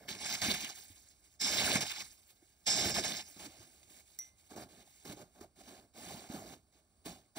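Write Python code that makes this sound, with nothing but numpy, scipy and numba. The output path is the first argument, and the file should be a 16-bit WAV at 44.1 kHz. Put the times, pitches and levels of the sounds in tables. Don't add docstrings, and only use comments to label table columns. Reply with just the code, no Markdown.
import sys
import numpy as np
from scipy import signal
from scipy.fft import rfft, irfft, next_fast_len
from scipy.io import wavfile
from scipy.ndimage import uniform_filter1d
from numba import njit

SR = 44100
rng = np.random.default_rng(int(sys.argv[2]) if len(sys.argv) > 2 else 0)


def rack_gain(trim_db):
    fader = np.asarray(trim_db, float)
    return 10 ** (fader / 20)


def bounce(signal):
    frames = np.transpose(np.atleast_2d(signal))
    limited = np.clip(frames, -1, 1)
    pcm = np.round(limited * 32767).astype(np.int16)
    wavfile.write(sys.argv[1], SR, pcm)


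N = 325458
TIME = np.arange(N) / SR
HZ = np.fft.rfftfreq(2 * next_fast_len(N // 2 + 2048), 1 / SR) + 1e-3


# (start [s], length [s], level [dB], change over the push [dB], load packing [dB])
PUSHES = [(0.084, 0.1, -48, -8.5, 0.5), (0.184, .075, -55.5, 13, -6), (0.258, .095, -43.5, 4.5, -9),
          (0.417, 0.1, -36.5, -1, -1), (0.541, .19, -37.5, -18, -13), (1.4, 0.015, -52, 7.5, -3.5),
          (1.413, 0.349, -39.5, 2, -6), (1.808, 0.026, -36.5, -4, -5), (1.852, 0.068, -49, 2, -15.5),
          (1.936, 0.085, -52.5, 5.5, -15), (2.667, 0.24, -42.5, 2, -1), (2.943, 0.054, -41, 1, 3),
          (3.038, 0.083, -41.5, -2, 0), (3.172, 0.054, -46, -8, -9), (0.35, .065, -51.5, -4, -12.5),
          (1.77, 0.029, -47, -2.5, -3), (2.91, 0.028, -52, -2, -2.5), (3.008, 0.038, -51, -2, 2),
          (3.134, .036, -50.5, 1, -14)]
# (start [s], length [s], level [dB], change [dB], load packing [dB])
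SPILLS = [
    (0.001, 0.082, -79, 0.5, 24.5),
    (0.76, 0.17, -61.5, -9.5, -12),
    (0.955, 0.17, -74.5, 0, -3),
    (1.132, 0.1, -79.5, -6, -10),
    (1.248, 0.11, -77.5, -1, -15),
    (2.297, 0.0092, -74, 4, -15),
    (2.427, 0.018, -85, -2, 16),
    (2.052, 0.22, -64, -19, -23),
    (2.192, 0.52, -81, -1, -2.5),
    (3.249, 0.16, -67, -1.5, -3),
]
# (centre [Hz], width [Hz], level [dB])
BLADE_MODES = [(5280, 300, 3), (5860, 870, -6.5), (7430, 510, -6.5), (3590, 480, -7.5), (7980, 72, -5)]
# (centre [Hz], width [Hz], level [dB])
LOADED_MODES = [(88, 33, -5.5), (210, 24, 1.5), (635, 140, -9), (798, 71, -7), (1640, 180, -2.5),
                (2226, 91, -1.5)]
BITE_DB_PER_S = 3001.5
FILL_DB_PER_S, THROW_DB = 32.5, -7.5


def shovel():
    crush_db, pack_db, spray_db = controls(
        PUSHES, SPILLS, BITE_DB_PER_S, FILL_DB_PER_S, THROW_DB, span_s=(0, 3.45))
    ring_db = edge()
    blade = rubbed(BLADE_MODES, crush_db + 1.73 * ring_db - 6.5, (5000, 6100))
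    shaft = rubbed(LOADED_MODES, crush_db + 0.76 * pack_db - 13.0, (60, 900))
    crust = snow(crush_db + 1.76, pack_db - 7.0, spray_db + 0.1, (1000, 4600), slip_db=1.67, clump_db=2.0)
    return crust + blade + shaft


# (time [s], blade ring [dB])
EDGE_TILT = [
    (0, 0.5),
    (0.4, -20.5),
    (1.3, 5.5),
    (1.78, 2),
    (2.6, 9),
    (2.92, 3),
]
MUFFLE_DB_PER_S = 25.5


def edge():
    tilt_db = []
    for push in PUSHES:
        tilts_so_far = [db for since, db in EDGE_TILT if since <= push[0]]
        tilt_db.append(tilts_so_far[-1])
    rung = presses(PUSHES, BITE_DB_PER_S, CRUSH_OFF_DB_PER_S, tilt_db, -MUFFLE_DB_PER_S)
    crushed = presses(PUSHES, BITE_DB_PER_S, CRUSH_OFF_DB_PER_S)
    return 10 * np.log10(rung / crushed)


# (frequency [Hz], density [dB per Hz])
PACK_COLOUR = [(30, -34), (60, -7), (100, -6.5), (200, -0.5), (400, 0), (800, 0.5), (1100, -2.5),
               (2000, -19)]
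# (frequency [Hz], density [dB per Hz])
CRUSH_COLOUR = [(400, -31.5), (900, 5.5), (1500, -6), (2200, -0.5), (3500, 2.5), (5000, -4), (6500, -5),
                (9000, -32)]
# (frequency [Hz], density [dB per Hz])
SPRAY_COLOUR = [(4000, -11.5), (6000, -6), (7500, -3.5), (9500, 2), (11500, -18.5), (14000, -1.5),
                (16000, -3.5)]
GRAINS_PER_HZ_S, GRAIN_CYCLES = 1.5, 1.5


def snow(crush_db, pack_db, spray_db, crush_hz, slip_db, clump_db):
    crush_db = crush_db + slip_db * walk(45.) + 0.42 * walk(160.)
    moving = np.flatnonzero(crush_db > -140)
    patches = rng.standard_normal((N // 441 + 1, 28))
    patches = uniform_filter1d(patches, size=2, axis=0)
    clumps = 2.2 * uniform_filter1d(patches, size=2, axis=1)
    clumps += 1.8 * uniform_filter1d(rng.standard_normal(clumps.shape), size=10, axis=0)
    count = int(GRAINS_PER_HZ_S * 16000 * len(moving) / SR)
    paths = []
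    for when, where, large in rng.random((3, 3, count)):
        start = np.sort(moving[(when * len(moving)).astype(np.int64)])
        hz = 30 + 15970 * where
        power = power_per_hz((crush_db + pack_db)[start], PACK_COLOUR, (60, 900), hz)
        power += power_per_hz(crush_db[start], CRUSH_COLOUR, crush_hz, hz)
        power += power_per_hz((crush_db + spray_db)[start], SPRAY_COLOUR, (6900, 10500), hz)
        patch_db = clump_db * clumps[start // 441, (3 * np.log2(hz / 30)).astype(int)]
        size_db = patch_db - 2.0 * np.log(1 - large) - 3.0
        size = np.sqrt(power * SR / GRAINS_PER_HZ_S) * rack_gain(size_db)
        paths.append(ring_out(start, 2 * np.pi * hz / SR, hz / SR / GRAIN_CYCLES, size))
    return np.array(paths)


@njit
def ring_out(start, turn, fade, size):
    out = np.zeros(N + 20000)
    for k in range(len(start)):
        p = np.exp(1j * turn[k] - fade[k])
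        z = size[k] * np.sqrt(8 * fade[k] ** 3) + 0j
        for i in range(min(int(6 / fade[k]), 20000)):
            out[start[k] + i] += i * z.imag
            z *= p
    return out[:N]


def power_per_hz(level_db, table, band_hz, hz):
    inside = np.arange(*band_hz)
    return rack_gain(2 * (level_db + along(table, hz))) / np.sum(rack_gain(2 * along(table, inside)))


CRUSH_OFF_DB_PER_S, PACK_OFF_DB_PER_S, SPRAY_OFF_DB_PER_S = 300, 256, 217.5
SLIDE_DB_PER_S = 441
POWDER_DB, SPRAY_SHARE = 4.5, 1


def controls(firm, loose, on_db_per_s, fill_db_per_s, spray_db, span_s):
    def both(off_db_per_s, firm_db, loose_db, **effort):
        power = presses(firm, on_db_per_s, off_db_per_s, firm_db, **effort)
        power = power + presses(loose, SLIDE_DB_PER_S, off_db_per_s, loose_db)
        return 10 * np.log10(power)

    firm_load_db, loose_load_db = np.array(firm)[:, -1], np.array(loose)[:, -1]
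    crush_db = both(CRUSH_OFF_DB_PER_S, 0, 0)
    pack_db = both(PACK_OFF_DB_PER_S, firm_load_db, loose_load_db, grow_db_per_s=fill_db_per_s)
    fine_db = both(SPRAY_OFF_DB_PER_S, spray_db, POWDER_DB, share=SPRAY_SHARE)
    present = (TIME >= span_s[0]) & (TIME < span_s[1])
    return np.where(present, crush_db, -170), pack_db - crush_db, fine_db - crush_db


SLIP_DB, SLIP_S = 6, 0.0041


def presses(rows, on_db_per_s, off_db_per_s, add_db=0., grow_db_per_s=0., share=1.):
    power = np.full(N, 1e-12)
    for (s, length, db, change_db, _), extra_db in zip(rows, np.broadcast_to(add_db, len(rows))):
        near = slice(max(int((s - .15) * SR), 0), int((s + length + .3) * SR))
        t = TIME[near] - s
        held = np.clip(t, 0, length)
        level_db = db + extra_db + share * change_db * held / length + grow_db_per_s * held
        onset_db = on_db_per_s * np.minimum(t, 0)
        after = np.maximum(t - length, 0)
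        gone_db = off_db_per_s * after + SLIP_DB * (1 - np.exp(-after / SLIP_S))
        power[near] += rack_gain(2 * (level_db + onset_db - gone_db))
    return power


def rubbed(modes, level_db, band_hz):
    gain = sum((-1) ** k * rack_gain(db) * resonance(hz, width) for k, (hz, width, db) in enumerate(modes))
    friction = rng.standard_normal((3, N)) * rack_gain(level_db + 1.4 * walk(60.))
    return through(friction, gain, band_hz)


# (start [s], length [s], level [dB], change over the press [dB], load packing [dB])
STEPS = [(3.362, 0.026, -64.5, -3.5, 9), (3.395, 0.071, -56.5, 3, 2.5), (3.5, 0.14, -66.5, 2.5, 2),
         (4.495, .012, -71.5, 6, 6), (4.508, .045, -68, -0.5, 15.5), (4.562, 0.078, -63, -3.5, 18),
         (4.69, 0.14, -69, 1, 6.5), (5.052, 0.078, -59, 2, 11), (5.17, 0.054, -70, 3.5, 16.5),
         (5.35, 0.041, -81.5, 5, 19.5), (5.41, 0.039, -67.5, -10, 20), (5.56, .055, -75, 12, 8),
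         (5.635, 0.058, -69.5, 5, 3.5), (5.678, .12, -63.5, -5, 10), (5.81, 0.048, -80.5, -7.5, 20),
         (5.94, .035, -74.5, 14.5, 9.5), (5.98, .095, -60, 3.5, 5.5), (6.085, 0.19, -54.5, -9, 7),
         (6.29, 0.035, -65, 7.5, 13), (6.335, .115, -60, -7.5, 16), (6.46, 0.083, -63, 1, 10.5),
         (6.725, 0.076, -78, 0.5, 5.5), (7.058, 0.23, -51, -38, 7), (7.362, 0.055, -55.5, 17, 10.5)]
# (start [s], length [s], level [dB], change [dB], load packing [dB])
BRUSHES = [
    (3.65, 0.24, -71.5, -5, 2.5),
    (3.902, 0.11, -67.5, 0.4, -1),
    (4.07, 0.095, -73, -2, -27),
    (4.205, 0.087, -68, -7, -12),
    (4.39, 0.022, -74, -1.5, -15),
    (4.42, 0.057, -80.5, 5.5, -10),
    (4.86, .18, -73.5, 0.5, -8),
    (5.27, 0.082, -91, 10, 6),
    (6.62, .42, -100, 0, 16),
]
TREAD_DB_PER_S = 1998
SINK_DB_PER_S, KICK_DB = 3, -1.5


def boots():
    crush_db, pack_db, spray_db = controls(
        STEPS, BRUSHES, TREAD_DB_PER_S, SINK_DB_PER_S, KICK_DB, span_s=(3.25, 8))
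    return snow(crush_db + 0.86, pack_db - 3.0, spray_db + 0.1, (2400, 5200), slip_db=-0.1, clump_db=0.63)


# (time [s], peak [dB])
CRACKS = [(0.0888, -24), (0.147, -36.5), (0.4177, -22.5), (0.5467, -26), (0.6457, -20), (1.4013, -38.5),
          (1.4167, -23.5), (1.808, -27), (1.8652, -26), (2.004, -26), (2.3106, -69.5), (2.4204, -60),
          (2.6707, -26.5), (3.042, -23.5), (3.39, -43), (3.83, -41.5), (4.244, -55), (4.506, -47.5),
          (5.0534, -37.5), (5.414, -45.5), (5.936, -57), (6.0711, -52), (7.0532, -47), (7.365, -44)]
CRACK_FADE_S = 0.0072


def cracks():
    shape, t = np.zeros(N + 4096), TIME[:4096]
    for s, db in CRACKS:
        at = int(s * SR)
        shape[at:at + len(t)] += rack_gain(db - 16.0) * np.exp(-t / CRACK_FADE_S)
    colour = rack_gain(along(CRUSH_COLOUR)) + rack_gain(along(SPRAY_COLOUR) - 4.0)
    return through(rng.standard_normal((3, N)) * shape[:N], colour, (1000, 10000))


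# (time [s], peak [dB], pitch [Hz])
LUMPS = [(0.42, -41, 357), (0.486, -21, 240), (0.64, -33.5, 277), (0.903, -47, 277), (1.716, -32, 420),
         (1.753, -33, 297), (2.426, -45.5, 340), (2.747, -34, 172), (2.948, -35, 221), (3.366, -39, 315),
         (3.908, -51, 336), (4.515, -37.5, 276), (4.565, -32, 337), (5.052, -39, 362), (5.099, -30, 188),
         (5.172, -36, 366), (5.413, -31, 390), (5.588, -44, 356), (5.67, -54, 262), (6.071, -37, 183),
         (6.144, -35, 174), (6.3, -26.5, 240), (6.344, -30, 313), (6.413, -40, 286), (7.062, -33, 272)]
# (time [s], peak [dB], pitch [Hz])
THUMPS = [(0.903, -45.5, 94), (3.499, -57, 83.4), (3.598, -45, 105), (5.093, -64, 117), (6.298, -58, 118),
          (6.749, -69, 56.5), (7.089, -50, 45.8), (1.64, -35, 75.5), (2.859, -29, 97), (3.42, -50, 70),
          (4.51, -62, 130), (5.63, -53, 60), (7.366, -44, 140)]


def lumps():
    out, t = np.zeros(N + 8192), TIME[:8192]
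    for s, db, hz in LUMPS + THUMPS:
        at = int(s * SR)
        out[at:at + len(t)] += rack_gain(db - 9) * np.sin(2 * np.pi * hz * t) * np.exp(-t * hz / 1.5)
    return out[:N]


# (frequency [Hz], level [dB])
CLINK_MODES = [(2067, -18), (2100, -24), (5771, -2.5), (5895, -2), (7400, -3), (11200, 2.5)]
CLINK_T60_S = [0.41, 0.13, 0.18, 0.22, 0.024, 0.081]
CLINK_S, CLINK_DB, TICK_DB = 4.189, -40, -35.5


def clink():
    out, t, at = np.zeros(N), TIME[:SR], int(CLINK_S * SR)
    rings = np.zeros(SR)
    for (hz, db), t60 in zip(CLINK_MODES, CLINK_T60_S):
        rings += rack_gain(db - 60 * t / t60) * np.sin(2 * np.pi * hz * t)
    tick = np.exp(-t / .002) * np.diff(rng.standard_normal(SR + 2), 2)
    out[at:at + SR] = rack_gain(CLINK_DB) * rings + rack_gain(TICK_DB) * tick
    return out


# (frequency [Hz], density [dB per Hz])
AIR_COLOUR = [(20, -8.5), (70, 6.5), (134, -6.5), (660, -9), (1100, -9), (1900, -23), (4500, -18.5),
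              (6700, -23), (9300, -14), (11000, -23.5), (13000, -27.5), (15900, -17)]
AIR_DB = -73


def air():
    noise = rng.standard_normal((3, N)) * rack_gain(AIR_DB + 0.5 * walk(1.0) + 1.1 * walk(30.0))
    paths_db = np.array([[-1.5], [3.5], [3.5]])
    return through(noise * rack_gain(paths_db), rack_gain(along(AIR_COLOUR)), (20, 15900))


# (frequency [Hz], lead [rad])
LEAD = [(100, 0), (950, -.1), (1300, -2.2), (1750, .2), (2000, -1.6), (2450, -.3), (2650, -3.14),
        (3050, -1.3), (3450, -2.3), (3600, -.6), (4250, -.6), (4500, .4), (4950, 2.4), (5300, .4),
        (5700, .1), (6200, 1.4), (6700, 3.14), (7600, 6.0), (8500, 9.3), (9400, 11.5), (10200, 10.9),
               (10800, 9.42), (12350, 9.42), (12800, 7.6), (13800, 6.28)]
# (frequency [Hz], level against the direct sound [dB])
SCATTER = [(40, -7), (120, -19), (800, -20), (1200, -12), (6700, -19), (7500, -7), (10200, -7),
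           (10800, -14), (12300, -14), (12700, -3), (13500, -8), (13900, -32), (15200, -30), (15500, -8)]
LEFT_DB = -2.5


def port(direct, scatter, dips, side):
    shadow = rack_gain(sum(db * np.abs(resonance(hz, width)) ** 4 for hz, width, db in dips))
    turn = np.exp(.5j * side * along(LEAD))
    heard = filtered(direct, shadow * turn) + filtered(scatter, rack_gain(along(SCATTER)))
    return heard * rack_gain(2.5 + side * LEFT_DB / 2)


def along(table, at_hz=HZ):
    hz, value = np.transpose(table)
    return np.interp(np.log(at_hz), np.log(hz), value)


def resonance(hz, width):
    return 1 / (1 + 2j * (HZ - hz) / width)


def filtered(x, gain):
    span = 2 * len(HZ) - 2
    return irfft(rfft(x, span) * gain, span)[..., :N]


def through(x, gain, band_hz):
    inside = (HZ > band_hz[0]) & (HZ < band_hz[1])
    return filtered(x, gain / np.sqrt(np.sum(np.abs(gain[inside]) ** 2) / len(HZ)))


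def walk(rate):
    k = int(SR / rate)
    held = np.repeat(rng.standard_normal(N // k + 1), k)
    return 1.22 * uniform_filter1d(held, k)[:N]


# (centre [Hz], width [Hz], level change [dB])
LEFT_DIPS = [(502, 178, -11.5), (946, 160, -22.5), (1320, 1700, -5), (1938, 180, -7), (2180, 360, 3),
             (2970, 400, -9.5), (3780, 880, -9), (4230, 280, -15.5), (5170, 180, -13.5), (8800, 2900, -9)]
# (centre [Hz], width [Hz], level change [dB])
RIGHT_DIPS = [(490, 170, -7), (1120, 668, -23), (1896, 170, -12.5), (2524, 430, -15.5), (3200, 373, -18),
              (5340, 150, -3.5), (6200, 490, -0.5), (9300, 1200, -1)]


def scene():
    direct, left, right = shovel() + boots() + cracks() + air()
    direct = direct + lumps() + clink()
    return np.array([port(direct, left, LEFT_DIPS, side=1), port(direct, right, RIGHT_DIPS, side=-1)])


def band_limit(x):
    return signal.sosfilt(signal.butter(12, 16610, fs=SR, output="sos"), x)


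# (frequency [Hz], level [dB])
TREBLE_COLOUR = [(6000, -0.5), (10300, -2.5), (11200, -4.5), (12400, -11), (14000, -7.5), (15700, -7)]
TOP_HZ = 15720


def record(dry):
    low_cut = 1 / np.sqrt(1 + (43 / HZ) ** 6)
    band = (HZ < TOP_HZ) * rack_gain(along(TREBLE_COLOUR)) * low_cut
    return band_limit(filtered(dry, band))


dry = scene()
out = record(dry)
bounce(out)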